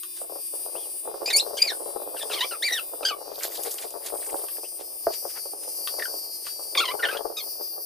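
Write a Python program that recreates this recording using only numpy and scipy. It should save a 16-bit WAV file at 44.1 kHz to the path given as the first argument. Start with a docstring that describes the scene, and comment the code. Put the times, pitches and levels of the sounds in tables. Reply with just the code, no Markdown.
"""Electric clippers buzz in a small room, moved about a head a metre or two from a hand-held phone.
Their blade clacks once a stroke, the housing rings and the teeth hiss. Right at the two microphones
the grip keeps shifting: dull little bumps on the phone's case, and squeaks, probably of skin
slipping on it. Paper rustles and snaps as it buckles; there are a few light clacks and one
heavier knock."""
import sys
import numpy as np
from scipy import signal
from scipy.fft import rfft, irfft
from scipy.io import wavfile
from scipy.ndimage import uniform_filter1d

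SR = 44100
rng = np.random.default_rng(int(sys.argv[2]) if len(sys.argv) > 2 else 0)


def transcribe(signal):
    """Save signal, clipped to [-1, 1], as a 16-bit WAV file at the path in sys.argv[1]."""
    frames = np.atleast_2d(signal).T
    limited = np.clip(frames, -1, 1)
    pcm = np.round(limited * 32767).astype(np.int16)
    wavfile.write(sys.argv[1], SR, pcm)


N = 346336
TIME = np.arange(N) / SR
ROOM_T60_S, CUTOFF_HZ = 0.11, 15500

# The room's own background. Each row: frequency in Hz, relative level in dB.
ROOM_TONE_COLOUR = [(25, -24), (60, -20), (180, 4), (350, 48), (700, -12), (1500, -43), (4000, -3),
                    (15000, -33)]

# A roll of paper crinkles as it is lifted past the phone. Each row: time in seconds, relative level in dB.
CRINKLE_LEVEL = [(3.3, -53), (3.38, -44.5), (3.43, -33), (3.506, -42.5), (3.7, -43), (3.83, -47),
                 (3.95, -66), (4.24, -46.5), (4.6, -52)]
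# Small creases crackle high, broad ones low. Each entry: a band edge in Hz.
CREASE_BANDS_HZ = [1000, 2800, 5500, 9500, 15000]
# Brushes and flicks of cloth or paper.
# Each row: time of the peak in seconds, level in dB, fading time in seconds, upper edge in Hz.
BRUSHES = [(.174, -45, 0.026, 7000), (2.325, -36.5, 0.031, 9000), (3.444, -29.5, 0.019, 15000),
           (3.559, -34.5, 0.012, 13000), (3.662, -37.5, 0.04, 15000), (3.829, -37, 0.013, 11000),
           (4.067, -33, 0.019, 15100), (4.235, -46.5, 0.0085, 7040), (4.81, -45, 0.015, 8000),
           (5.141, -37.5, 0.015, 6950), (5.306, -44, 0.015, 8000), (5.375, -40, 0.013, 1470),
           (5.64, -48, 0.021, 7000), (6.47, -40.5, 0.028, 5800)]
# The rubbing noise in brushes and snaps. Each row: frequency in Hz, relative level in dB.
RUB_COLOUR = [(200, -16), (600, -0.5), (2000, 4.5), (4000, 7.5), (8000, 8), (13000, 9), (15500, -9)]
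# Sharp snaps as the paper buckles.
# Each row: time of the peak in seconds, level in dB, fading time in seconds, centre in Hz.
SNAPS = [(3.434, -27, 0.0059, 6000), (3.63, -32, .002, 11000), (3.636, -29, .006, 11000),
         (3.712, -29, 0.011, 7100), (3.741, -31, .003, 6000), (3.784, -33, 0.0062, 2860),
         (3.906, -35, 0.0056, 9000), (4.063, -32, 0.0046, 6970)]

# Light, hard clacks, perhaps of plastic. Each row: start in seconds, level in dB.
CLACKS = [(0.034, -31.5), (4.485, -34), (5.8742, -21), (6.468, -28)]
# Their ring. Each row: frequency in Hz, relative level in dB, seconds to fall by 60 dB.
CLACK_MODES = [(1150, 2, 0.025), (1530, -4.5, 0.029), (1844, -5.5, 0.03), (2600, 4, 0.013),
               (3350, 8, 0.0071), (6000, -28, 0.028)]
# The two blows of the heavy knock. Each row: start in seconds, peak in dB.
KNOCK_BLOWS = [(5.069, -9.5), (5.0722, -20)]
# The knock's resonances. 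Each row: frequency in Hz, width in Hz, gain in dB.
KNOCK_MODES = [(455, 72, -6.5), (647, 71, -3), (1350, 790, 7.5)]

# Fingers bump the case beside one microphone or the other.
# Each row: time in seconds, level in dB, left over right in dB.
BUMPS = [(0.218, -29, -25), (0.299, -29.5, 25), (0.324, -27.5, 10), (0.36, -27.5, 12), (0.54, -28, 23),
         (0.665, -27.5, 25), (0.755, -24, 29), (0.784, -32, 25), (1.057, -30, -25), (1.078, -22.5, 4),
         (1.117, -28.0, 19), (1.145, -25, -9), (1.22, -22.5, -18), (1.234, -25.5, 16), (1.257, -30, 18),
         (1.28, -24, 21), (1.302, -28.5, 17), (1.353, -27, 25), (1.394, -35, 25), (1.43, -26, -25),
         (1.467, -24, 20), (1.511, -28, 0), (1.535, -26.5, 11), (1.546, -28.5, 6), (1.664, -29, 25),
         (1.721, -24.5, 11), (1.807, -26.5, -23), (1.862, -27.0, 12), (1.88, -30, 20), (1.893, -27.0, 25),
         (1.963, -24.5, 23), (2.003, -28.5, 25), (2.021, -27.5, -7), (2.077, -27, -6), (2.149, -27.5, -17),
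         (2.234, -26, 9), (2.256, -27, 0), (2.304, -24.5, -2), (2.336, -29.0, 16), (2.35, -29, 23),
         (2.377, -30.5, 25), (2.447, -26.5, -25), (2.521, -27, 21), (2.715, -28.5, -25),
         (2.936, -26.5, -26), (3.011, -25, 24), (3.032, -25.5, -10), (3.049, -30, 14), (3.113, -25.5, 8),
         (3.217, -27, 11), (3.281, -29.5, 20), (3.319, -25.5, 25), (3.383, -30, 18), (3.452, -26.5, 8),
         (3.582, -29.0, 25), (3.595, -25.5, 25), (3.663, -26, 12), (3.85, -30, 23), (3.942, -28, 17),
         (3.955, -28.0, 20), (3.966, -25, 19), (4.125, -24.5, 24), (4.141, -20, 25), (4.16, -26, 25),
         (4.331, -22.5, 24), (4.346, -21, -15), (4.395, -28.5, 25), (4.437, -30.5, 25), (4.585, -30.0, -25),
         (4.635, -29.5, 9), (4.796, -33, -25), (4.812, -31.5, -24), (5.105, -23.5, 14), (5.254, -24, 6),
         (5.459, -30.5, -9), (5.537, -27, -25), (5.681, -28.5, -24), (5.943, -28, 24), (5.989, -23.5, 14),
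         (6.004, -30, -2), (6.016, -32, 9), (6.143, -28.5, -8), (6.597, -30.0, 27), (6.758, -28.5, 9),
         (6.788, -28, 18), (6.8, -25, 24), (6.891, -28, -15), (6.943, -19, 25), (6.955, -26, 25),
         (7.0, -30.5, 23), (7.049, -23, 25), (7.065, -23, 24), (7.078, -31, 19), (7.095, -26, 23),
         (7.13, -22.5, 25), (7.152, -22.5, 15.5), (7.168, -21.5, 20), (7.194, -25, 25), (7.209, -22.5, 23),
         (7.254, -19.5, 23), (7.269, -33.5, -17), (7.304, -24, -23), (7.611, -29, 23), (7.783, -31.5, -25)]
# The grip's restlessness, which sets off smaller bumps. Each row: time in seconds, relative level in dB.
GRIP_UNREST = [(0.0, -75), (0.5, -70), (0.76, -50), (1.0, -59.5), (1.29, -47.5), (2.25, -50.5),
               (2.71, -54.5), (3.1, -50), (4.4, -51), (4.52, -58.5), (4.9, -61), (6.1, -53), (6.52, -61.5),
               (6.8, -46.5), (7.3, -51.5), (7.7, -59)]
# Resonances of the phone's case. 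Each row: frequency in Hz, width in Hz, gain in dB.
CASE_MODES = [(418, 204, 5.5), (590, 260, -0.5)]
# One narrow resonance that the fingers do not shift: frequency in Hz, width in Hz, gain in dB.
CASE_RING = (1070, 40, -20)
# Slips of skin on the case. Each row: start in seconds, length in seconds, level in dB, swell over the
# slip in dB, pitch in Hz at the start, midway and at the end, centre of brightness in Hz, roughness 0-1.
SQUEAKS = [ (0.75, 0.11, -53, -5, 2440, 3390, 2730, 3000, 0.6),
           (1.257, 0.047, -28, -12, 2340, 2470, 2780, 4200, 0.43),
           (1.3, 0.026, -28.5, -10, 1984, 1850, 1740, 3800, 0.85),
           (1.327, 0.043, -19, 8, 2460, 2180, 2410, 4200, 0.02),
           (1.361, 0.034, -19, -9, 2230, 2520, 2860, 7200, 0.4),
           (1.395, 0.02, -21.5, -7, 3430, 4075, 3970, 4000, 0.2),
           (1.569, 0.024, -29.5, -5, 1480, 1590, 1520, 5400, 0.62),
           (1.587, 0.078, -34, 3, 2238, 2476, 2380, 2860, 0.45),
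           (1.617, 0.014, -11.5, 0, 2410, 2370, 2420, 4800, 0.22),
           (1.668, 0.046, -27.5, -6, 2416, 2040, 1680, 3580, 0.33),
           (1.711, 0.025, -39.5, 1, 1820, 1590, 1440, 1910, 0.4),
           (2.158, 0.045, -44.5, 5, 1720, 1385, 1300, 2900, 0.85),
           (2.203, 0.031, -35.5, 10, 1840, 1755, 1800, 3100, 0.5),
           (2.295, 0.06, -34, 10, 1602, 1267, 1020, 2910, 0.84),
           (2.354, 0.047, -36, 8, 1175, 1099, 910, 2430, 0.6),
           (2.404, 0.051, -27, -8.5, 971, 1015, 1256, 2870, 0.4),
           (2.509, 0.053, -38.5, -10, 1420, 1333, 1160, 1820, 0.45),
           (2.622, 0.071, -25, -1.5, 1590, 2385, 1800, 2900, 0.2),
           (2.694, 0.022, -29, -2, 2010, 1960, 1800, 2600, 0.36),
           (2.72, 0.081, -28, -10, 1905, 1822, 1216, 2950, 0.28),
           (3.027, 0.014, -36, -5, 1320, 1300, 1210, 2680, 0.7),
           (3.048, 0.056, -23.5, -3, 1510, 1605, 1440, 3960, 0.33),
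           (3.103, 0.044, -33, -7, 1360, 1166, 1166, 1720, 0.1),
           (4.637, 0.034, -51.5, -2, 2470, 2800, 3020, 2600, 0.6),
           (5.992, 0.016, -35.5, -10, 2230, 1910, 1600, 2090, 0.66),
           (6.02, 0.012, -26, -10, 2030, 1790, 1840, 1940, 0.53),
           (6.052, 0.01, -29, -2, 1690, 1520, 1430, 1400, 0.2),
           (6.749, 0.013, -27.5, -14, 1223, 1192, 1090, 2250, 0.84),
           (6.77, 0.038, -19.5, -4, 1314, 1079, 1270, 3480, 0.18),
           (6.801, 0.05, -26.5, -5, 1324, 1350, 950, 2020, 0.14),
           (6.853, 0.013, -25, -16, 1100, 1057, 1050, 3280, 0.5),
           (6.877, 0.048, -30, -10, 1030, 1014, 1270, 2260, 0.3),
           (6.993, 0.022, -34, -17, 1490, 1430, 1410, 1500, 0.4),
           (7.024, 0.034, -23.5, -2, 1984, 1795, 1700, 1710, 0.65),
           (7.049, 0.03, -31, -18, 1610, 1465, 1490, 2130, 0.42),
           (7.084, 0.03, -30, -11, 1495, 1610, 1620, 1870, 0.54),
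           (7.11, 0.057, -37.5, -8, 1320, 1306, 1480, 2200, 0.62),
           (7.167, 0.014, -31.5, -2, 1710, 1653, 1690, 2750, 0.8),
           (7.366, 0.052, -33.5, -8, 1266, 1224, 1020, 4400, 0.28),
           (7.599, 0.15, -46.5, -2, 4660, 4930, 4410, 4760, 0.16)]
# How the case passes a squeak's partials. Each row: frequency in Hz, relative gain in dB.
SQUEAK_COLOUR = [(1200, 8.5), (2300, 1.5), (3200, 6.5), (4600, 8), (6200, 4), (7600, 7), (9600, 13),
                 (13000, 6)]

# The pace of the clippers' motor. Each row: time in seconds, blade strokes per second.
STROKE_RATE = [(0, 357.5), (4.7, 357.6), (5.3, 358.1), (6.1, 358.0), (7.4, 357.5), (7.85, 357.6)]
# The motor's low harmonics. Each row: time in seconds, relative level in dB.
HUM_LEVEL = [(0, -50), (3.3, -50.5), (4.6, -61), (7.85, -62)]
# The housing's ring swells and dips as the hand turns, strongest upright on the crown of the head.
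# Each row: time in seconds, relative level in dB.
HOUSING_LEVEL = [(0.0, -52), (0.18, -48), (0.27, -55), (0.34, -46.5), (0.9, -47), (1.08, -57.5),
                 (1.14, -48.5), (1.54, -43), (1.96, -48.5), (2.05, -55), (2.19, -46.5), (2.48, -39.5),
                 (2.56, -46), (2.98, -53), (3.04, -42.5), (3.17, -54), (3.23, -43.5), (3.61, -45),
                 (4.21, -50), (4.64, -42.5), (4.76, -49), (4.88, -43.5), (4.98, -50), (5.12, -38),
                 (5.26, -41.5), (5.4, -37.5), (5.57, -44.5), (5.8, -36.5), (6.12, -38), (6.64, -39),
                 (7.24, -43.5), (7.42, -47), (7.48, -38), (7.86, -45)]
# Now and then the hand shades the housing's lowest partials, and its ring thins and moves upward.
# Each row: time in seconds, gain of those partials in dB.
HAND_SHADE = [(4.45, -4), (4.7, -10), (4.95, -7), (5.12, 1.5), (5.27, -9), (5.37, -1), (5.5, -2),
              (5.6, -15), (5.86, 0)]
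# The blades' ring as the clippers turn in the hand.
# Each row: time in seconds, relative level of the lower ring in dB, of the upper ring in dB.
BLADE_LEVELS = [(0.0, -40, -40), (0.1, -42, -42), (0.22, -33.5, -42.5), (0.28, -44.5, -41),
                (0.52, -35.5, -38.5), (0.81, -39, -41.5), (1.02, -37, -41.5), (1.2, -48, -44.5),
                (1.26, -44, -40.5), (1.72, -42, -41), (1.77, -36, -39), (1.93, -37.5, -45),
                (2.05, -46.5, -41), (2.23, -38.5, -41.5), (2.9, -41.5, -38.5), (3.04, -42, -43.5),
                (3.19, -50, -47), (3.41, -49.5, -39.5), (3.67, -38.5, -39.5), (3.97, -43, -41.5),
                (4.31, -36, -38), (4.53, -40, -35), (4.68, -41, -43.5), (5.06, -42.5, -37.5),
                (5.63, -39, -40), (5.76, -39, -36), (6.3, -43, -39.5), (6.66, -39, -39.5),
                (7.05, -42.5, -40.5), (7.3, -51, -41.5), (7.47, -46, -36.5), (7.86, -55, -37)]
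# Colours of the buzz, of the teeth's hiss and of the housing's loose rattle.
# Each row: frequency in Hz, relative level in dB.
BUZZ_COLOUR = [(358, -16.5), (720, -35), (1070, -19.5), (1430, -32), (2150, -25), (2500, -17),
               (3150, -24.5), (3600, -13.5), (4290, -14), (4650, -1), (5050, -5), (5700, -14.5),
               (6080, -14), (6500, -23.5), (7500, -25), (7900, -18.5), (9200, -3), (10700, -12.5),
               (12200, -6), (13400, -14.5), (15200, -13)]
HISS_COLOUR = [(200, -20), (400, -11), (1500, -18.5), (2700, -6.5), (3800, -15.5), (7200, -10), (8800, 6),
               (12000, 7.5), (13600, 3.5), (15500, -1.5)]
RATTLE_COLOUR = [(3900, -24), (4600, 4), (5400, 1), (6100, -14), (7400, -5), (9000, -50)]


def from_db(db):
    return 10 ** (np.asarray(db) / 20)


def rms_one(x):
    return x / np.sqrt(np.mean(x ** 2) + 1e-20)


def in_time(rows):
    s, *columns = np.transpose(rows)
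    return [np.interp(TIME, s, column) for column in columns]


def at_hz(colour, hz):
    points_hz, db = np.transpose(colour)
    return np.interp(np.log(hz), np.log(points_hz), db)


def pan(left_over_right_db):
    """Gains at the left and right microphones, at constant total power."""
    return rms_one(from_db(np.array([[left_over_right_db], [-left_over_right_db]]) / 2))


def cut(x, hz, kind, order=2):
    sos = signal.butter(order, np.clip(hz, 10, .45 * SR), kind, fs=SR, output="sos")
    return signal.sosfilt(sos, x + 1e-18)


def drift(per_s, time=TIME):
    """A random wander of spread 1 that turns about per_s times a second."""
    knots = rng.standard_normal(int(per_s * (time[-1] - time[0])) + 2)
    return rms_one(np.interp(time, np.linspace(time[0], time[-1], len(knots)), knots))


def flare(s, rise_s, fade_s):
    """An envelope that swells to 1 at time s and dies away."""
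    return np.exp(-np.minimum(np.abs(TIME - s) / np.where(TIME < s, rise_s, fade_s), 20))


def noise(colour):
    """Coloured noise, unrelated at the two microphones."""
    hz = np.maximum(np.fft.rfftfreq(N, 1 / SR), 1)
    return rms_one(irfft(rfft(rng.standard_normal((2, N))) * from_db(at_hz(colour, hz)), N))


def resonate(x, modes, top_hz=1100):
    """Parallel resonances, scaled so that a unit click peaks at 1; soft contacts carry little treble."""
    def body(force):
        out = 0
        for hz, width, db in modes:
            radius = np.exp(-np.pi * width / SR)
            feedback = [1, -2 * radius * np.cos(2 * np.pi * hz / SR), radius ** 2]
            out = out + from_db(db) * signal.lfilter([1, 0, -1], feedback, force + 1e-18)
        return cut(cut(out, 399, "high", order=4), top_hz, "low", order=4)
    return body(x) / np.abs(body(signal.unit_impulse(SR // 20))).max()


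def room_tone():
    """The faint, steady background of the room."""
    return from_db(-60) * noise(ROOM_TONE_COLOUR)


def room_echo(x):
    """Near walls return a short diffuse tail, different at each microphone, duller than the source."""
    t = TIME[:SR // 2]
    tail = cut(rng.standard_normal((2, len(t))), 8300, "low", order=1)
    tail *= from_db(-60 * t / ROOM_T60_S) * (t > .004)
    return signal.fftconvolve(x, tail / np.sqrt(np.sum(tail ** 2) / 2), axes=1)[:, :N]


def rumble(contacts):
    """A faint deep flutter at the microphones that comes and goes with the shaking of the case."""
    shaking = np.sqrt(np.abs(uniform_filter1d(np.mean(contacts ** 2, axis=0), SR // 60)))
    deep = rms_one(cut(rng.standard_normal((2, N)), 160, "low", order=1))
    return from_db(-27.5) * shaking * cut(deep, 360, "low") * pan(4.5)


def rustle(grain_db=2.0, creases_per_s=210, crease_s=0.0056, crease_spread_db=5.5):
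    """Paper passing the phone crackles in many creases and a few snaps; brushes swell and fade."""
    rub = noise(RUB_COLOUR)
    rub = rms_one(rub + 0.53 * rub[::-1])   # partly alike at the two microphones
    rub *= rms_one(from_db(grain_db * drift(700)))
    crinkle = 0
    for band in zip(CREASE_BANDS_HZ, CREASE_BANDS_HZ[1:]):
        folds = rng.random(N) < creases_per_s / SR
        sizes = from_db(crease_spread_db * np.clip(rng.standard_normal(N), -2, 2))
        decays = signal.lfilter([1], [1, -np.exp(-1 / (crease_s * SR))], folds * sizes + 1e-18)
        crinkle = crinkle + cut(rub, band, "band") * decays
    s, db = np.transpose(CRINKLE_LEVEL)
    out = rms_one(crinkle) * np.interp(TIME, s, from_db(db - 1.5), left=0, right=0)
    for s, db, fade_s, top_hz in BRUSHES:
        out += from_db(db) * flare(s, 0.015, fade_s) * rms_one(cut(rub, top_hz, "low"))
    for s, db, fade_s, hz in SNAPS:
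        out += from_db(db) * flare(s, 0.0011, fade_s) * rms_one(cut(rub, [hz / 2, hz * 2], "band"))
    return out


def clacks(ring_db=-10.0, crack_s=0.0016):
    """Hard contacts near the centre: a short crack, then the brief ring of the struck part."""
    t = TIME[:SR // 10]
    out = np.zeros(N)
    for s, db in CLACKS:
        sound = cut(rng.standard_normal(len(t)), [2200, 9000], "band") * np.exp(-t / crack_s)
        for hz, mode_db, t60 in CLACK_MODES:
            decay = from_db(ring_db + mode_db - 60 * t / t60)
            sound += decay * np.sin(2 * np.pi * hz * t) * rng.choice([-1, 1])
        out[int(s * SR):][:len(t)] += from_db(db) * sound
    return out * pan(1.0)


def knock():
    """Two dull blows in quick succession, heard alike at both microphones."""
    clicks = np.zeros(N)
    for s, db in KNOCK_BLOWS:
        clicks[int(s * SR)] = from_db(db)
    return resonate(clicks, KNOCK_MODES, top_hz=910) * pan(0)


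def case_bumps(stutter_db=-9, flurry_db=-12, small_per_s=240, spread_db=3.5, shift_octaves=0.17):
    """Bumps travel through the case to the nearer microphone; a crowd of small ones follows the grip."""
    clicks = np.zeros((2, N))
    flurry_power = 0
    for s, db, side_db in BUMPS:
        push = from_db(db) * pan(side_db)[:, 0]
        clicks[:, int((s - .002) * SR)] += push * rng.choice([-1, 1])
        # the finger stutters around the main bump
        for offset_s in (-rng.uniform(.002, .006), rng.uniform(.003, .009)):
            clicks[:, int((s + offset_s) * SR)] += push * from_db(stutter_db) * rng.choice([-1, 1])
        # small bumps crowd round each larger one
        flurry = from_db(db + flurry_db) * pan(side_db) * flare(s, rise_s=0.0091, fade_s=0.019)
        flurry_power += flurry ** 2
    grip = from_db(in_time(GRIP_UNREST)[0] + 6.5) * pan(2.8)
    unrest = np.sqrt(flurry_power + grip ** 2)
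    sizes = from_db(spread_db * np.minimum(rng.exponential(1, (2, N)), 3)) * rng.choice([-1, 1], (2, N))
    small = sizes * (rng.random((2, N)) < small_per_s / SR) * from_db(1.9 * drift(35))
    clicks += small * unrest / resonate(small, CASE_MODES).std()
    # the resonances move up or down with the place and firmness of each touch
    shifts = 2 ** (shift_octaves * np.linspace(-1, 1, 3))
    touch = rng.integers(0, len(shifts), N)
    out = 0
    for k, shift in enumerate(shifts):
        modes = [(hz * shift, width, db) for hz, width, db in CASE_MODES] + [CASE_RING]
        out += resonate(clicks * (touch == k), modes, top_hz=1000 * shift)
    return out


def squeaks(catch_s=0.0048, release_s=0.0034, swell_db_per_octave=14.5, wobble=0.0715, rasp_db=-7):
    """Skin sticks and slips by the microphones: harmonics on a bending pitch, rasping when uneven."""
    out = np.zeros(N)
    for s, length, db, swell_db, start_hz, mid_hz, end_hz, bright_hz, rough in SQUEAKS:
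        span = slice(int(s * SR), int((s + length) * SR))
        t = TIME[span]
        along = np.linspace(-.5, .5, len(t))
        pitch = np.polyval(np.polyfit([-.5, 0, .5], [start_hz, mid_hz, end_hz], 2), along)
        centre_hz = bright_hz * 2 ** (swell_db * along / swell_db_per_octave)   # brighter as it swells
        contact = np.clip((t - t[0]) / catch_s, 0, 1) * np.clip((t[-1] - t) / release_s, 0, 1)
        loudness = from_db(db + swell_db * along) * contact
        slip_rate = pitch * (1 + .007 * drift(150, t) + wobble * rough * drift(900, t))
        phase = 2 * np.pi * np.cumsum(slip_rate) / SR
        wave, power = 0, 0
        for k in range(1, 13):
            hz = k * pitch
            octaves = np.log2(hz / centre_hz)
            fall_db = np.where(octaves > 0, 19.5, 7.5) * np.abs(octaves)
            gain = from_db(at_hz(SQUEAK_COLOUR, hz) - fall_db + 3.66 * drift(110, t)) * (hz < CUTOFF_HZ)
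            grain = 1 + .4 * rough * drift(1100, t)
            wave += gain * grain * np.sin(k * phase + rng.uniform(0, 2 * np.pi))
            power += gain ** 2 / 2
        rasp = cut(rng.standard_normal(len(t)), 0.7 * bright_hz, "high")
        rasp = rms_one(cut(rasp, 1.47 * bright_hz, "low", order=3))
        flutter = rms_one(from_db(1.76 * (.5 + rough) * drift(180, t)))
        out[span] += loudness * flutter * (wave / np.sqrt(power) + rough * from_db(rasp_db) * rasp)
    # through the case, partials near 8 kHz reach the two microphones out of step
    notched = signal.lfilter(*signal.iirnotch(8100, 7, fs=SR), out + 1e-18)
    return np.array([out, 2 * notched - out]) * pan(1.2)


def blade_buzz(stroke_phase, housing_db, lower_db, upper_db, shade_below_hz=4800, shade_lift=0.21):
    """One clack a stroke; each harmonic fades on its own as the room's reflections shift with the hand."""
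    hum_db, = in_time(HUM_LEVEL)
    shade_db, = in_time(HAND_SHADE)
    stroke_hz = STROKE_RATE[0][1]
    coarse = TIME[::SR // 100]
    out = np.zeros((2, N))
    for k in range(1, int(CUTOFF_HZ / stroke_hz) + 1):
        hz = k * stroke_hz
        # reflected over direct sound: the weak overtones come mostly by way of the walls
        scatter = 1.2 if 2000 < hz < 4000 else .35 if hz < 7000 else .6
        ring_db = housing_db - 3 + shade_db * (1 if hz < shade_below_hz else -shade_lift)
        db = hum_db if hz < 4000 else ring_db if hz < 7000 else lower_db if hz < 10500 else upper_db
        gain = from_db(db + at_hz(BUZZ_COLOUR, hz)) * np.sqrt(2 / (1 + scatter ** 2))
        # short waves reach the two microphones out of step; the very top favours the right one
        right_lag = rng.normal(2.3, 0.95) if hz > 7000 else rng.normal(0, 0.35)
        sides = pan(5.5 if hz < 13000 else -5.0)
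        phase = k * stroke_phase + rng.normal(0, 0.93)
        for microphone, side, lag in zip(out, sides, (0, right_lag)):
            along = np.interp(TIME, coarse, drift(9, coarse)) * scatter / np.sqrt(2)
            across = np.interp(TIME, coarse, drift(9, coarse)) * scatter / np.sqrt(2)
            microphone += side * gain * ((1 + along) * np.cos(phase - lag) + across * np.sin(phase - lag))
    return out


def clippers(jitter_rad=0.023, wander_rad=0.1, throb=0.86, waver_db=1.1):
    """A metre or two off, the blade buzzes; the teeth rub and the housing rattles on every stroke."""
    housing_db, = in_time(HOUSING_LEVEL)
    lower_db, upper_db = in_time(BLADE_LEVELS)
    rate, = in_time(STROKE_RATE)
    stroke_phase = 2 * np.pi * np.cumsum(rate) / SR + jitter_rad * drift(60) + wander_rad * drift(5.7)
    buzz = blade_buzz(stroke_phase, housing_db, lower_db, upper_db)
    bursts = rms_one(1 + throb * np.cos(stroke_phase))
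    hiss = noise(HISS_COLOUR) * from_db((lower_db + upper_db) / 2 - 2.5)
    rattle = noise(RATTLE_COLOUR) * from_db(housing_db - 12)
    waver = from_db(waver_db * drift(36))   # the hand is never quite still
    return waver * (buzz + bursts * (hiss + rattle))


def scene():
    """The small room as heard from the phone: handling up close, the clippers farther off."""
    squeak, bumps, blow, clack = squeaks(), case_bumps(), knock(), clacks()
    to_walls = from_db(-10.5) * squeak + from_db(-13) * bumps + from_db(-8) * blow + from_db(-6) * clack
    echo = room_echo(to_walls)
    deep = rumble(bumps + blow)
    return clippers() + squeak + bumps + blow + clack + deep + rustle() + echo + room_tone()


def record(dry):
    """The phone cuts the top steeply."""
    return signal.sosfilt(signal.ellip(12, .1, 80, CUTOFF_HZ, fs=SR, output="sos"), dry)


dry = scene()
out = record(dry)
transcribe(out)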